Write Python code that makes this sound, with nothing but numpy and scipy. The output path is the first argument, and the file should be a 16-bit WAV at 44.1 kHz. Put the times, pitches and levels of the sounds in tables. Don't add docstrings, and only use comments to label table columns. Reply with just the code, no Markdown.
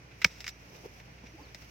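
import sys
import numpy as np
from scipy import signal
from scipy.fft import rfft, irfft
from scipy.io import wavfile

SR = 44100
rng = np.random.default_rng(int(sys.argv[2]) if len(sys.argv) > 2 else 0)


def wrap_up_sound(samples):
    columns = np.atleast_2d(samples).T
    tamed = np.clip(columns, -1, 1)
    steps = np.round(tamed * 32767).astype(np.int16)
    wavfile.write(sys.argv[1], SR, steps)


N = 74970
TIME = np.arange(N) / SR

# frequency_hz, gain_db
AIR_EQ = [(20, -37), (40, -16), (70, 0.5), (100, 1.5), (160, 1), (240, -8), (430, -7.5), (770, -13),
          (1200, -18), (1600, -16), (2400, -10), (3600, -25), (5900, -21.5), (7500, -36.5), (9700, -39.5),
          (13600, -40.5), (15500, -39)]
# frequency_hz, side_against_mid_db
SOFT_WIDTH = [(60, -23), (200, -10), (400, -6.5), (750, -1), (1300, 4.5), (2400, -2.5), (4400, 1.5),
              (15000, -1)]
# harmonic_number, level_db
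ENGINE_HARMONICS = [(1, -59.5), (2, -64.5), (3, -70), (4, -75), (5, -73)]
# start_s, length_s, from_hz, to_hz, level_db
BIRD_CALLS = [(1.333, 0.035, 335, 315, -48.5), (1.377, 0.034, 790, 836, -51), (1.395, 0.047, 305, 284, -51),
              (1.393, 0.033, 1076, 1033, -58), (1.412, .058, 5300, 3510, -60.5),
              (1.469, 0.036, 3200, 4400, -65)]
# time_s, level_db
RUSTLE_ENVELOPE = [(0, -91), (.16, -76), (.21, -60.5), (.33, -69.5), (.48, -59), (.52, -76), (.62, -67.5),
                   (.72, -65), (.76, -58), (.81, -62.5), (.86, -59.5), (.885, -68.5), (.96, -64),
                   (1.1, -73.5), (1.25, -75.5), (1.4, -66.5), (1.53, -68), (1.62, -61), (1.7, -63)]
# frequency_hz, gain_db
CLOTH_EQ = [(200, -11), (600, 3.5), (1300, -9.5), (2700, 4), (4000, -6.5), (5800, 3.5), (7500, -13.5),
            (9700, -16), (13500, -8.5), (15500, -11.5)]
# start_s, attack_s, t60_s, level_db
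EARTH_CRUMBLES = [(0.246, .003, 0.07, -41.5), (0.385, 0.021, 0.17, -58.5), (0.68, .07, 0.47, -56.5),
                  (0.825, 0.033, 0.096, -50.5), (1.0, 0.0044, .15, -59.5), (1.075, 0.0088, 0.096, -54),
                  (1.232, 0.0059, 0.12, -53.5), (1.37, 0.033, 0.55, -58.5), (1.546, 0.0028, 0.033, -51.5)]
# frequency_hz, gain_db
EARTH_EQ = [(100, -6.5), (250, -3), (420, 2.5), (620, -2.5), (950, -6.5), (1400, -20.5), (3000, -21.5),
            (8000, -46)]
# start_s, attack_s, t60_s, level_db, sparkle_against_crunch_db
GRIT_SCRAPES = [(0.216, 0.0026, 0.056, -33.5, -9.5), (0.2432, 0.0035, 0.023, -23, 0),
                (0.256, .004, 0.092, -46.5, 2), (0.28, 0.03, 0.87, -58.5, -0.5),
                (0.404, 0.00076, 0.072, -46, 0), (0.443, .001, 0.05, -46, -1),
                (0.4617, 0.0067, .04, -44.5, -0.5), (0.477, 0.0021, 0.045, -41.5, 3.5),
                (0.488, .001, 0.053, -48, 7), (0.109, 0.0032, 0.14, -56, -17), (0.74, 0.011, .15, -57, -8),
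                (0.836, 0.022, 0.045, -63, -4), (1.001, .0015, 0.052, -53, -16),
                (1.17, 0.014, 0.21, -59.5, -21), (1.245, 0.025, 0.072, -55.5, -8.5),
                (1.5457, 0.00059, 0.041, -43, -3), (1.619, 0.0031, 0.07, -56, -3.5)]
# frequency_hz, gain_db
CRUNCH_EQ = [(100, -41), (500, -14.5), (780, -24.5), (980, -10), (1130, -22), (1300, -8.5), (1450, -5.5),
             (1750, -7), (2000, -0.5), (2250, -2), (2650, 0), (2950, -10), (3200, -10.5), (3800, -11.5),
             (5000, -22.5), (15500, -58.5)]
# frequency_hz, gain_db
SPARKLE_EQ = [(1000, -25), (3000, -15), (3800, -3), (4400, -10.5), (5200, 2.5), (6100, -5.5), (7000, -13.5),
              (8300, -15.5), (9500, -40), (11300, -20.5), (15500, -20.5)]
# frequency_hz, side_against_mid_db
GRIT_WIDTH = [(200, -16), (1200, -9), (2300, -12), (4400, -2), (12000, 0.5)]
# start_s, level_db
STEEL_RINGS = [(0.26, -51), (0.47, -55.5), (0.508, -62.5), (1.24, -63), (1.268, -62)]
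# pitch_hz, level_against_hit_db, t60_s
BLADE_MODES = [(953, -29, 0.036), (1258, -34, 0.048), (1560, -32, .03), (1750, -24.5, 0.029),
               (2210, -13.5, 0.029), (2530, -19.5, 0.023), (3130, -40, 0.058), (3580, -37, 0.031),
               (4210, -32, 0.025), (4770, -38, 0.04), (5180, -39, 0.037), (5820, -39, 0.049),
               (6210, -45, .05)]
# start_s, level_db, treble_against_low_db
PEBBLE_CLICKS = [(0.4052, -40, 7), (0.4432, -32, 1.5), (0.4674, -25.5, -3.5), (0.4795, -26, -2.5),
                 (0.4895, -45, 3), (0.4942, -40, 3), (1.0005, -41.5, -3.5), (1.5471, -40, 4),
                 (1.5495, -57.5, -1)]
# start_s, pitch_hz, rise_s, level_db
GROUND_THUDS = [(0.246, 545, 0.0051, -32), (0.2444, 300, .006, -30.5), (0.249, 161.5, 0.01, -29),
                (0.254, 96, 0.0094, -36), (0.834, 298, 0.0068, -46.5), (0.853, 416, 0.0062, -35),
                (1.232, 237, .01, -45.5)]
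# start_s, pitch_hz, rise_s, level_db
STONE_CRACKS = [(0.2448, 3030, 0.00058, -17), (0.2455, 5270, 0.00044, -6.5), (0.24680, 2320, 0.00077, -0.6),
                (0.2471, 1574, 0.00103, -33), (0.2472, 5170, 0.00073, -13)]


def from_db(db):
    return 10 ** (np.asarray(db) / 20)


def pan(db):
    return from_db(np.array([[db], [-db]]) / 2)


def drift(rate_hz):
    knots = rng.standard_normal(int(rate_hz * N / SR) + 3)
    return np.interp(TIME * rate_hz, np.arange(len(knots)), knots)


def eq_curve(points):
    hz, db = np.transpose(points)
    bin_hz = np.arange(N + 1) * SR / (2 * N)
    return from_db(np.interp(np.log(bin_hz + 1), np.log(hz), db))


def colour(x, gain):
    cepstrum = irfft(np.log(gain))
    cepstrum[1:N] *= 2
    cepstrum[N + 1:] = 0
    return irfft(rfft(x, 2 * N) * np.exp(rfft(cepstrum)))[:N]


def stereo(pair, eq, width):
    gain = eq_curve(eq)
    gain = gain / np.sqrt(np.mean(gain ** 2))
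    mid = colour(pair[0], gain)
    side = colour(pair[1], gain * eq_curve(width))
    return np.array([mid + side, mid - side])


def shower(pushes, grains_per_s=7800, spread_db=4):
    power = 0
    for start, attack, t60, db in pushes:
        t = TIME - start
        envelope = np.clip(t / attack, 0, 1) * from_db(db - 60 * np.maximum(t - attack, 0) / t60)
        power += envelope ** 2
    impacts = rng.random(N) < grains_per_s / SR
    grains = impacts * from_db(spread_db * np.minimum(rng.exponential(1, N), 4))
    return grains / grains.std() * rng.choice([-1, 1], (2, N)) * np.sqrt(power)


def ping(start, hz, rise, db, left_lag_s=0.000017):
    t = np.maximum(TIME - start - np.array([[left_lag_s], [0]]), 0)
    envelope = (t / rise * np.exp(1 - t / rise)) ** 6
    return from_db(db) * envelope * np.sin(2 * np.pi * hz * t)


def air(level_db=-56.5, flutter_db=0.67):
    noise = rng.standard_normal((2, N)) * from_db(level_db + flutter_db * drift(25.25))
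    return stereo(noise, AIR_EQ, SOFT_WIDTH)


def engine(pitch_hz=58.8, wander=0.03516, waver_db=1.6):
    phase = 2 * np.pi * np.cumsum(pitch_hz * (1 + wander * drift(7.98))) / SR
    return sum(np.sqrt(2) * from_db(db + waver_db * drift(7.8)) * np.cos(k * phase)
               for k, db in ENGINE_HARMONICS)


def birds(jitter=0.0422):
    out = 0
    for start, length, from_hz, to_hz, db in BIRD_CALLS:
        progress = np.clip((TIME - start) / length, 0, 1)
        hz = (from_hz + (to_hz - from_hz) * progress) * (1 + jitter * drift(300))
        out += from_db(db) * np.sin(np.pi * progress) * np.sin(2 * np.pi * np.cumsum(hz) / SR)
    return out


def clothes(flutter_db=2.2):
    level = from_db(np.interp(TIME, *np.transpose(RUSTLE_ENVELOPE)) + flutter_db * drift(90))
    return stereo(rng.standard_normal((2, N)) * level, CLOTH_EQ, SOFT_WIDTH)


def earth():
    return stereo(shower(EARTH_CRUMBLES), EARTH_EQ, SOFT_WIDTH)


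def grit():
    coarse = shower([row[:-1] for row in GRIT_SCRAPES])
    fine = shower([(*timing, db + sparkle_db) for *timing, db, sparkle_db in GRIT_SCRAPES])
    return stereo(coarse, CRUNCH_EQ, GRIT_WIDTH) + stereo(fine, SPARKLE_EQ, GRIT_WIDTH)


def singing_steel(pitch_hz=5820, t60_s=0.26, rough_db=3.5):
    envelope = sum((TIME > start) * from_db(db - 60 * np.maximum(TIME - start, 0) / t60_s)
                   for start, db in STEEL_RINGS)
    channels = []
    for _ in range(2):
        shimmer = from_db(rough_db * drift(120))
        phase = 2 * np.pi * pitch_hz * TIME + 0.5 * drift(81.7)
        channels.append(envelope * shimmer * np.sin(phase))
    return np.array(channels)


def blade_ring(swell_s=0.0016):
    crack_start, _, rise, crack_db = max(STONE_CRACKS, key=lambda row: row[-1])
    hits = [(crack_start + rise, crack_db)] + [row[:2] for row in PEBBLE_CLICKS]
    out = 0
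    for start, hit_db in hits:
        t = np.maximum(TIME - start, 0)
        swell = 1 - np.exp(-t / swell_s)
        for k, (hz, mode_db, t60) in enumerate(BLADE_MODES):
            envelope = swell * from_db(hit_db + mode_db - 60 * t / t60)
            out += (-1) ** k * envelope * np.sin(2 * np.pi * hz * t)
    return out * pan(db=-6)


def pebbles(low_hz=2210, treble_hz=5100, rise_s=0.00059):
    return sum(ping(start, low_hz, rise_s, db) + ping(start, treble_hz, rise_s / 2, db + treble_db)
               for start, db, treble_db in PEBBLE_CLICKS)


def thuds():
    return sum(ping(*thud) for thud in GROUND_THUDS)


def stone_crack():
    return sum(ping(*crack) for crack in STONE_CRACKS)


def scene():
    spade = stone_crack() + thuds() + pebbles() + blade_ring() + singing_steel() + grit() + earth()
    background = clothes() + air() + engine() + birds()
    return spade * pan(db=-1.05) + background * pan(db=-1.5)


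def record(dry):
    cutoff_hz = 16900
    lowpass = signal.cheby2(16, 70, cutoff_hz, fs=SR, output="sos")
    return signal.sosfilt(lowpass, np.clip(dry, -1, 1))


dry = scene()
out = record(dry)
wrap_up_sound(out)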